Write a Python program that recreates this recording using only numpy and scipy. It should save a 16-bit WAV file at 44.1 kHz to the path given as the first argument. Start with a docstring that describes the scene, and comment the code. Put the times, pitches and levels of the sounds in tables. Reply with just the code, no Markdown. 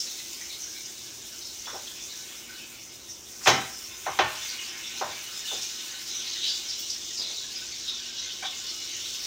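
"""A lively sizzle with sharp spits of steam, then clacks and a brief squeak, over a low appliance hum.
Meat patties fry in a pan on a kitchen stove, a few steps from the listener: random clicks, coloured by
filters, make the bubbling fat and the steam. A plastic spatula flips a patty; its blows ring the pan.
A small hard room blurs the frying, spits, clacks and squeaks. Both channels are the same."""
import sys
import numpy as np
from scipy import signal
from scipy.fft import rfft, irfft
from scipy.io import wavfile
from scipy.ndimage import uniform_filter1d

SR = 44100
rng = np.random.default_rng(int(sys.argv[2]) if len(sys.argv) > 2 else 0)


def dump_mix(stems):
    """Bounce the given channels to the path in sys.argv[1] as a 16-bit WAV at rate SR."""
    frames = np.atleast_2d(stems).T  # one column per channel
    limited = np.clip(frames, -1, 1)  # hard clip at full scale
    pcm = np.round(limited * 32767).astype(np.int16)
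    wavfile.write(sys.argv[1], SR, pcm)


N = 408366   # samples, about 9.26 s

# The frying dies down while a patty is lifted, flares when it lands on its wet side, then stays lively.
# Levels before each layer's trim:
# (t/s, wet sputter level/dB, coarse sizzle level/dB, fine sizzle level/dB, finest droplets level/dB)
FRYING_LEVELS = [(0.0, -52, -44.5, -40.5, -47.5), (1.29, -56.5, -50, -43.5, -52.5),
                 (2.14, -53.5, -48.5, -42, -50.5), (2.47, -51, -49.5, -49.5, -51),
                 (3.07, -61, -53, -49.5, -56), (3.43, -58.5, -58, -45, -50.5),
                 (3.58, -57.5, -53, -41.5, -48.5), (4.02, -49, -50.5, -45.5, -50),
                 (4.26, -50, -46.5, -45, -51), (4.46, -45.5, -40, -40, -47), (4.77, -46, -46.5, -42, -52.5),
                 (5.26, -48, -44, -43.5, -50.5), (5.57, -49, -39.5, -38, -48.5),
                 (6.14, -50, -42.5, -40, -51), (6.34, -48, -36.5, -38.5, -52.5),
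                 (6.96, -53.5, -42, -38.5, -53), (8.23, -52, -39.5, -41.5, -57),
                 (9.26, -50, -40, -38, -49.5)]
# Blows of spatula and patty on the pan, levels before the spatula's trim:
# (t/s, level/dB, brightness f/Hz, bass cut f/Hz, chatter t/s, pan ring level/dB)
BLOWS = [(1.669, -40, 1090, 1050, 0.017, -17), (1.728, -41, 750, 330, .018, -4),
         (3.408, -47.5, 3000, 1500, .04, -3), (3.458, -21.5, 4180, 706, 0.0062, 0.5),
         (3.472, -13, 9500, 110, .006, -3.5), (3.53, -37.5, 250, 130, .03, -10),
         (4.063, -27.5, 1440, 480, .007, 0), (4.189, -17.3, 3800, 260, .005, -1),
         (5.011, -27.5, 1000, 480, .005, -5), (5.055, -40, 1200, 100, 0.013, -5),
         (5.513, -40.5, 595, 278, 0.011, -6), (7.187, -50.5, 500, 400, 0.033, -18),
         (7.295, -52, 600, 400, .015, -18), (8.429, -38, 3000, 650, .011, 1)]


def frying(hollow_db=-2.0, wander_db=5.0):
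    """Juice sputters low, hot fat sizzles in large and small bubbles, and the finest droplets tick on top."""
    # colours of the four layers: (f/Hz, level/dB per Hz)
    sputter_colour = [(400, -31), (750, -10.5), (1050, -10), (1250, -7), (1550, -5), (1800, -4), (2200, 0),
                      (2700, 3), (3400, -0.5), (5000, -32)]
    coarse_colour = [(1500, -32.5), (2400, -14.5), (2900, -3.5), (3300, -1.5), (3700, 1), (4400, 1),
                     (5200, -6), (7000, -31)]
    fine_colour = [(3000, -41), (4200, -10), (5100, -4), (5600, 0.5), (6200, 2.5), (7000, -3),
                   (7900, -11.5), (10000, -32.5)]
    mist_colour = [(5000, -10.5), (7000, 5.5), (8000, 1.5), (9800, 0), (10400, -7.5), (12300, -12),
                   (13200, -3), (14700, 3), (16000, -5)]
    # hollows of pan, stove back and hood: (f/Hz, width f/Hz, level/dB before hollow_db)
    hollows = [(1034, 75, -3), (1353, 36, -1), (1527, 48, 2.5), (1823, 54, -7), (2144, 96, -7.5),
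               (2330, 33, -31), (2965, 68, -3), (3510, 63, -1), (3570, 59, -15), (3775, 160, -4),
               (5180, 120, -8), (5095, 79, 3.5), (5530, 85, -1), (5825, 50, -3), (6200, 90, -19)]
    times, *columns = np.transpose(FRYING_LEVELS)
    t = np.arange(N) / SR
    wet, coarse, fine, mist = [from_db(np.interp(t, times, column)) for column in columns]

    sputter = bubbling(sputter_colour, per_s=2500, spread_db=2.5, patchy_db=3.5, direct_db=2.0)
    large = bubbling(coarse_colour, per_s=5000, spread_db=4.0, patchy_db=4.5, direct_db=0.5)
    small = bubbling(fine_colour, per_s=6000, spread_db=4.5, patchy_db=2.5, direct_db=5.5)
    droplets = bubbling(mist_colour, per_s=5000, spread_db=3.0, patchy_db=-0.5, direct_db=6.0)
    out = wet * from_db(2.0) * sputter
    out += coarse * from_db(-1.0) * large
    out += fine * from_db(-1.0) * small
    out += mist * from_db(2.0) * droplets * flicker(34, 1.64)

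    # bubbles burst now here, now there, and so feed each hollow unevenly
    coloured = sum(resonate(out, hz, width) * from_db(db + hollow_db) * flicker(18, wander_db)
                   for hz, width, db in hollows)
    return out + coloured


def bubbling(spectrum, per_s, spread_db, patchy_db, direct_db):
    """Tiny bubbles burst in the fat as random clicks; each pitch band comes in flurries of its own."""
    edges = np.geomspace(350, 19000, num=28)   # Hz
    bursts = [grains(N, per_s, spread_db) for _ in range(2)]   # neighbouring bands take turns
    bands = [(low, high) for low, high in zip(edges, edges[1:])
             if spectrum[0][0] < high and low < spectrum[-1][0]]
    bubbles = sum(cut(bursts[k % 2], band, "band") * flicker(26, patchy_db) for k, band in enumerate(bands))
    room = colour(kitchen(direct_db, early_db=3.0), spectrum)
    return rms_one(signal.oaconvolve(bubbles, room)[:N])


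def spits(splash_db=-26, gain_db=-4.77):
    """Steam forces a path under the meat: a swelling run of pops rings in a pocket; narrow pockets whistle. The
    short narrow tone at 1.651 s is the spatula's blade squeaking on the pan, made the same way."""
    # strong spits, and at 1.651 s a brief squeak of the blade: (t/s, pitch f/Hz, level/dB before gain_db,
    # length t/s, width of each resonance/pitch)
    strong_spits = [(0.0, 5440, -24.5, 0.0077, 0.31), (0.4, 1950, -42.5, 0.027, 0.29),
                    (1.443, 5300, -37, .032, .17), (1.651, 3480, -38.5, 0.014, .06),
                    (1.86, 3400, -38.5, .034, 0.23), (2.479, 1530, -47, 0.059, 0.086),
                    (2.59, 2530, -47, 0.066, .08), (3.08, 5700, -36.5, 0.049, .13),
                    (3.409, 5600, -29.5, 0.14, 0.44), (4.575, 2890, -34.5, 0.03, .18),
                    (5.444, 2950, -36, .033, .06), (5.468, 3550, -31.5, .025, 0.086),
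                    (5.6, 5640, -33, 0.064, .4), (6.136, 5930, -30, 0.041, 0.074),
                    (6.25, 3960, -35, 0.048, .15), (6.403, 3640, -26.5, .11, .26),
                    (6.44, 4750, -28.5, .115, 0.22), (6.671, 5200, -30, .06, .2),
                    (6.777, 14800, -42, .043, .15), (6.889, 5250, -27.5, 0.033, .22),
                    (7.156, 4880, -28.5, 0.07, 0.17), (7.202, 3880, -31, 0.038, .2),
                    (7.548, 5100, -31.5, 0.032, .13), (7.863, 3690, -29, 0.062, 0.16),
                    (8.166, 5500, -36, .065, .21), (9.036, 3630, -35, 0.061, 0.19)]
    out, t = np.zeros(N), np.arange(SR // 3) / SR
    room = kitchen(direct_db=-4.5, early_db=-1.5)
    for start, hz, level_db, length, width in list(strong_spits) + small_spits():
        age = t / (length * 0.34)
        swell = age * np.exp(-age ** 2 / 2) * np.minimum(age, 1)
        pops = grains(len(t), per_s=7700, spread_db=1.5) * swell
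        pocket = resonate(resonate(pops, hz, width * hz), hz, width * hz)
        jet = pocket + from_db(splash_db) * resonate(pops, 3300, 1600)
        jet = signal.fftconvolve(jet, room)[:len(t)]
        loudness = np.std(jet[:round((length + .006) * SR)])
        add(out, start, from_db(level_db + gain_db) * jet / loudness)
    return out


def small_spits(per_s=6, mean_length_s=0.033, level_db=-1.0, spread_db=2):
    """Chance spits, as rows for spits(): their strength follows the frying around their pitch."""
    wet_hz, coarse_hz, fine_hz = 1480, 3650, 6480
    times, wet, coarse, fine, _ = np.transpose(FRYING_LEVELS)
    rows = []
    for k, (when, pitch, strength, length, width) in enumerate(rng.random((int(per_s * N / SR), 5))):
        start = (k + when) / per_s
        hz = wet_hz * (fine_hz / wet_hz) ** pitch
        layers = ((wet_hz, wet), (coarse_hz, coarse), (fine_hz, fine))
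        around = [(centre, np.interp(start, times, db)) for centre, db in layers]
        spit_db = at_hz(around, hz) + level_db + spread_db * (2 * strength - 1)
        share = np.interp(width, [0, 1], [.035, 0.12])   # resonance width as a share of the pitch
        rows.append((start, hz, spit_db, mean_length_s * (.5 + length), share))
    return rows


def whistle(from_s=8.45, to_s=9.24, hz=2930, width_hz=65, level_db=-44.5, waver_db=5.5):
    """Steam leaks through one narrow pocket under the pressing blade: a thin wavering note swells and fades."""
    progress = np.interp(np.arange(N) / SR, [from_s, to_s], [0, 1])
    swell = np.sqrt(np.abs(np.sin(np.pi * progress)))
    note = resonate(resonate(rng.standard_normal(N), hz, width_hz), hz, width_hz)
    return from_db(level_db) * swell * rms_one(note * flicker(16, waver_db))


def spatula(clack_db=-8, chatter_db=-19, gain_db=-1.03):
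    """The blade lands and chatters, which rings the pan; each blow has its own brightness and bass cut."""
    # ringing tones of the pan on its burner: (f/Hz, width f/Hz, level/dB before the blow's ring level)
    pan_tones = [(123, 46, -5.5), (358, 27, 1.5), (614, 26, -5), (771, 46, 8), (1044, 30, -2),
                 (1107, 38, 1.5), (1532, 30, -8), (1690, 95, -4.5), (1822, 38, -5), (2190, 23, -2.5),
                 (2450, 93, -15), (2770, 24, -6), (3060, 57, -12), (3560, 46, -3.5), (3830, 59, -11.5),
                 (4300, 77, -17), (5200, 36, -22), (6000, 80, -15), (6130, 74, -10)]
    # colour of the blade's dry clack: (f/Hz, level/dB per Hz before clack_db)
    clack_colour = [(40, -28), (100, -14.5), (220, -3), (400, -1), (600, -0.5), (1300, 1.5), (2000, 0),
                    (3700, -3), (4700, -6.5), (6200, -3), (8000, -22), (11500, -25.5), (15000, -11)]
    out, t = np.zeros(N), np.arange(SR // 2) / SR
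    for start, level_db, bright_hz, bass_hz, chatter_s, ring_db in BLOWS:
        force = from_db(chatter_db) * rng.standard_normal(len(t)) * np.exp(-t / chatter_s)
        force[0] += 1   # the first contact
        room = kitchen(direct_db=-8.5, early_db=4.5, early_s=0.026)   # each blow lands on another spot
        force = even(signal.fftconvolve(force, room)[:len(t)], size=25)
        ring = sum((-1) ** k * from_db(db + ring_db) * resonate(force, hz, width)
                   for k, (hz, width, db) in enumerate(pan_tones))
        clack = from_db(clack_db) * colour(force, clack_colour)
        knock = cut(cut(ring + clack, bright_hz, "low"), bass_hz, "high")
        add(out, start, from_db(level_db + gain_db) * knock / np.std(knock[:SR // 33]))
    return out


def squeaks(jitter=0.043, bright_hz=3200):
    """The blade sticks and slips over the pan at an uneven rate, which gives a few rough harmonics."""
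    # squeaks: (t/s, mean slip rate f/Hz, level/dB, length of the slipping t/s)
    squeak_rows = [(8.423, 795, -37.5, 0.017), (8.452, 820, -39.5, 0.01)]
    out, t = np.zeros(N), np.arange(SR // 4) / SR
    room = kitchen(direct_db=13.0, early_db=7.0)
    for start, hz, level_db, length in squeak_rows:
        turns = np.cumsum(hz * (1 + jitter * drift(400)[:len(t)])) / SR
        swell = np.sin(np.pi * np.minimum(t / length, 1))
        slips = np.diff(np.floor(turns), prepend=0) * swell   # one click a turn
        squeak = cut(cut(slips, bright_hz, "low", order=1), 540, "high")
        squeak = signal.fftconvolve(cut(squeak, 5000, "low"), room)[:len(t)]
        add(out, start, from_db(level_db) * squeak / np.std(squeak[:SR // 40]))
    return out


def stove_top(thump_db=-27, lag_s=.03, decay_s=.04):
    """A blow shakes the sheet metal under the pan, which thumps late and low, in proportion to the blow."""
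    out, t = np.zeros(N), np.arange(SR // 2) / SR
    for start, level_db, *_ in BLOWS:
        thump = cut(rng.standard_normal(len(t)) * np.exp(-t / decay_s), (75, 150), "band")
        add(out, start + lag_s, from_db(level_db + thump_db) * thump / np.std(thump[:SR // 20]))
    return out


def appliances(air_db=-56.0, waver_db=5.0, rumble_db=2.0):
    """A soft rush of air (filtered noise) with a wavering hum (sines), over the room's low rumble."""
    # hum tones, before their wavering: (f/Hz, level/dB)
    hum_tones = [(59.5, -76), (119, -75), (237, -73), (350, -71.5), (528, -77.5)]
    # low rumble: (t/s, level/dB before rumble_db)
    rumble_levels = [(0.0, -75), (1.42, -66), (2.4, -73), (3.71, -63), (4.64, -71), (9.26, -66.5)]
    # colour of the rush of air: (f/Hz, level/dB per Hz)
    air_colour = [(50, -28), (90, -6.5), (120, -3.5), (160, -7.5), (225, -0.5), (280, -2.5), (350, 4),
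                  (440, -4.5), (700, -8), (1200, -10.5), (3000, -29.5)]
    t = np.arange(N) / SR
    hum = sum(np.sqrt(2) * from_db(db) * flicker(4.4, waver_db) * np.sin(2 * np.pi * hz * t + drift(2.7))
              for hz, db in hum_tones)
    times, level_db = np.transpose(rumble_levels)
    rumble = rms_one(cut(rng.standard_normal(N), [45, 100], "band"))
    rumble *= np.interp(t, times, from_db(level_db + rumble_db))
    air = from_db(air_db) * rms_one(colour(rng.standard_normal(N), air_colour))
    return hum + rumble + air


def kitchen(direct_db, early_db, early_s=0.018):
    """Echo pattern from one spot: direct sound, near cabinets, then a tail that dies by octave."""
    # time for the room's ring to fall by 60 dB: (f/Hz, t/s)
    ring_times = [(100, 0.5), (400, 0.34), (1000, 0.44), (3000, 0.55), (6000, 0.28), (14000, 0.22)]
    t = np.arange(SR // 2) / SR
    tail = np.zeros(len(t))
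    for low in 40 * 2. ** np.arange(9):   # lower edge of each octave, Hz
        fade = from_db(-60 * t / at_hz(ring_times, low * np.sqrt(2)))
        tail += cut(rng.standard_normal(len(t)), [low, 2 * low], "band") * fade
    early = rng.standard_normal(len(t)) * np.exp(-(t / early_s) ** 2)
    echo = tail / np.linalg.norm(tail) + from_db(early_db) * early / np.linalg.norm(early)
    echo[0] += from_db(direct_db)
    return even(echo, size=91)


def grains(size, per_s, spread_db):
    """Random clicks, many small and a few large."""
    heights = from_db(spread_db * np.minimum(rng.exponential(1, size), 6))
    return heights * rng.choice([-1, 1], size) * (rng.random(size) < per_s / SR)


def flicker(rate, depth_db):
    """A gain that wanders between random points of spread depth_db, `rate` points a second."""
    gains = from_db(depth_db * rng.standard_normal(1000))
    return np.interp(np.arange(N) * (rate / SR), np.arange(len(gains)), gains)


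def drift(rate):
    """A line through random points of spread 1, `rate` points a second."""
    knots = rng.standard_normal(4000)
    return np.interp(np.arange(N) / SR * rate, np.arange(len(knots)), knots)


def resonate(x, hz, width_hz):
    """One resonance, gain about 1 on top."""
    r = np.exp(-np.pi * width_hz / SR)
    feed = np.array([1, 0, -1]) * (1 - r * r) / 2
    feedback = [1, -2 * r * np.cos(2 * np.pi * hz / SR), r * r]
    return signal.lfilter(feed, feedback, x + 1e-18)


def cut(x, hz, kind, order=2):
    """Butterworth filter: keeps the lows, the highs or a band."""
    sos = signal.butter(order, np.clip(hz, 10, .48 * SR), kind, fs=SR, output="sos")
    return signal.sosfilt(sos, x)


def colour(x, spectrum):
    """Filter to the given spectrum with the least delay (minimum phase)."""
    size = 2 ** 13
    gains = from_db(at_hz(spectrum, np.arange(size // 2 + 1) * SR / size))
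    cepstrum = irfft(np.log(gains))
    cepstrum[1:size // 2] *= 2   # folding the cepstrum gives minimum phase
    cepstrum[size // 2 + 1:] = 0
    response = irfft(np.exp(rfft(cepstrum)))
    return signal.fftconvolve(x, response)[:len(x)]


def even(x, size):
    """Keep a scatter of impulses but level its colour, averaged over `size` frequency bins."""
    power = uniform_filter1d(np.abs(rfft(x)) ** 2, size=size)[1:]
    hz = np.fft.rfftfreq(len(x), 1 / SR)[1:]
    return colour(x, np.column_stack([hz, -10 * np.log10(power)]))


def at_hz(points, hz):
    """Read a table on a log-frequency axis."""
    table = np.array(points)
    return np.interp(np.log(np.maximum(hz, 1)), np.log(table[:, 0]), table[:, 1])


def from_db(db):
    """Decibels to gain."""
    return 10 ** (np.asarray(db) / 20)


def rms_one(x):
    """Scale to an average strength (rms) of 1."""
    return x / np.sqrt(np.mean(x ** 2) + 1e-20)


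def add(out, start_s, sound):
    """Mix a sound in at a time."""
    i = max(0, round(start_s * SR))
    out[i:i + len(sound)] += sound[:N - i]


def scene():
    """The pan and the room's background, the same in both channels."""
    mono = frying() + spits() + whistle() + spatula() + stove_top() + squeaks() + appliances()
    return np.array([mono, mono])


def record(dry, cutoff_hz=15800):
    """Loud peaks are gently rounded and the top of the treble is cut off."""
    rounded = 1.3 * np.tanh(dry / 1.3)
    return signal.sosfilt(signal.ellip(12, .1, 80, cutoff_hz, fs=SR, output="sos"), rounded)


dry = scene()
out = record(dry)
dump_mix(out)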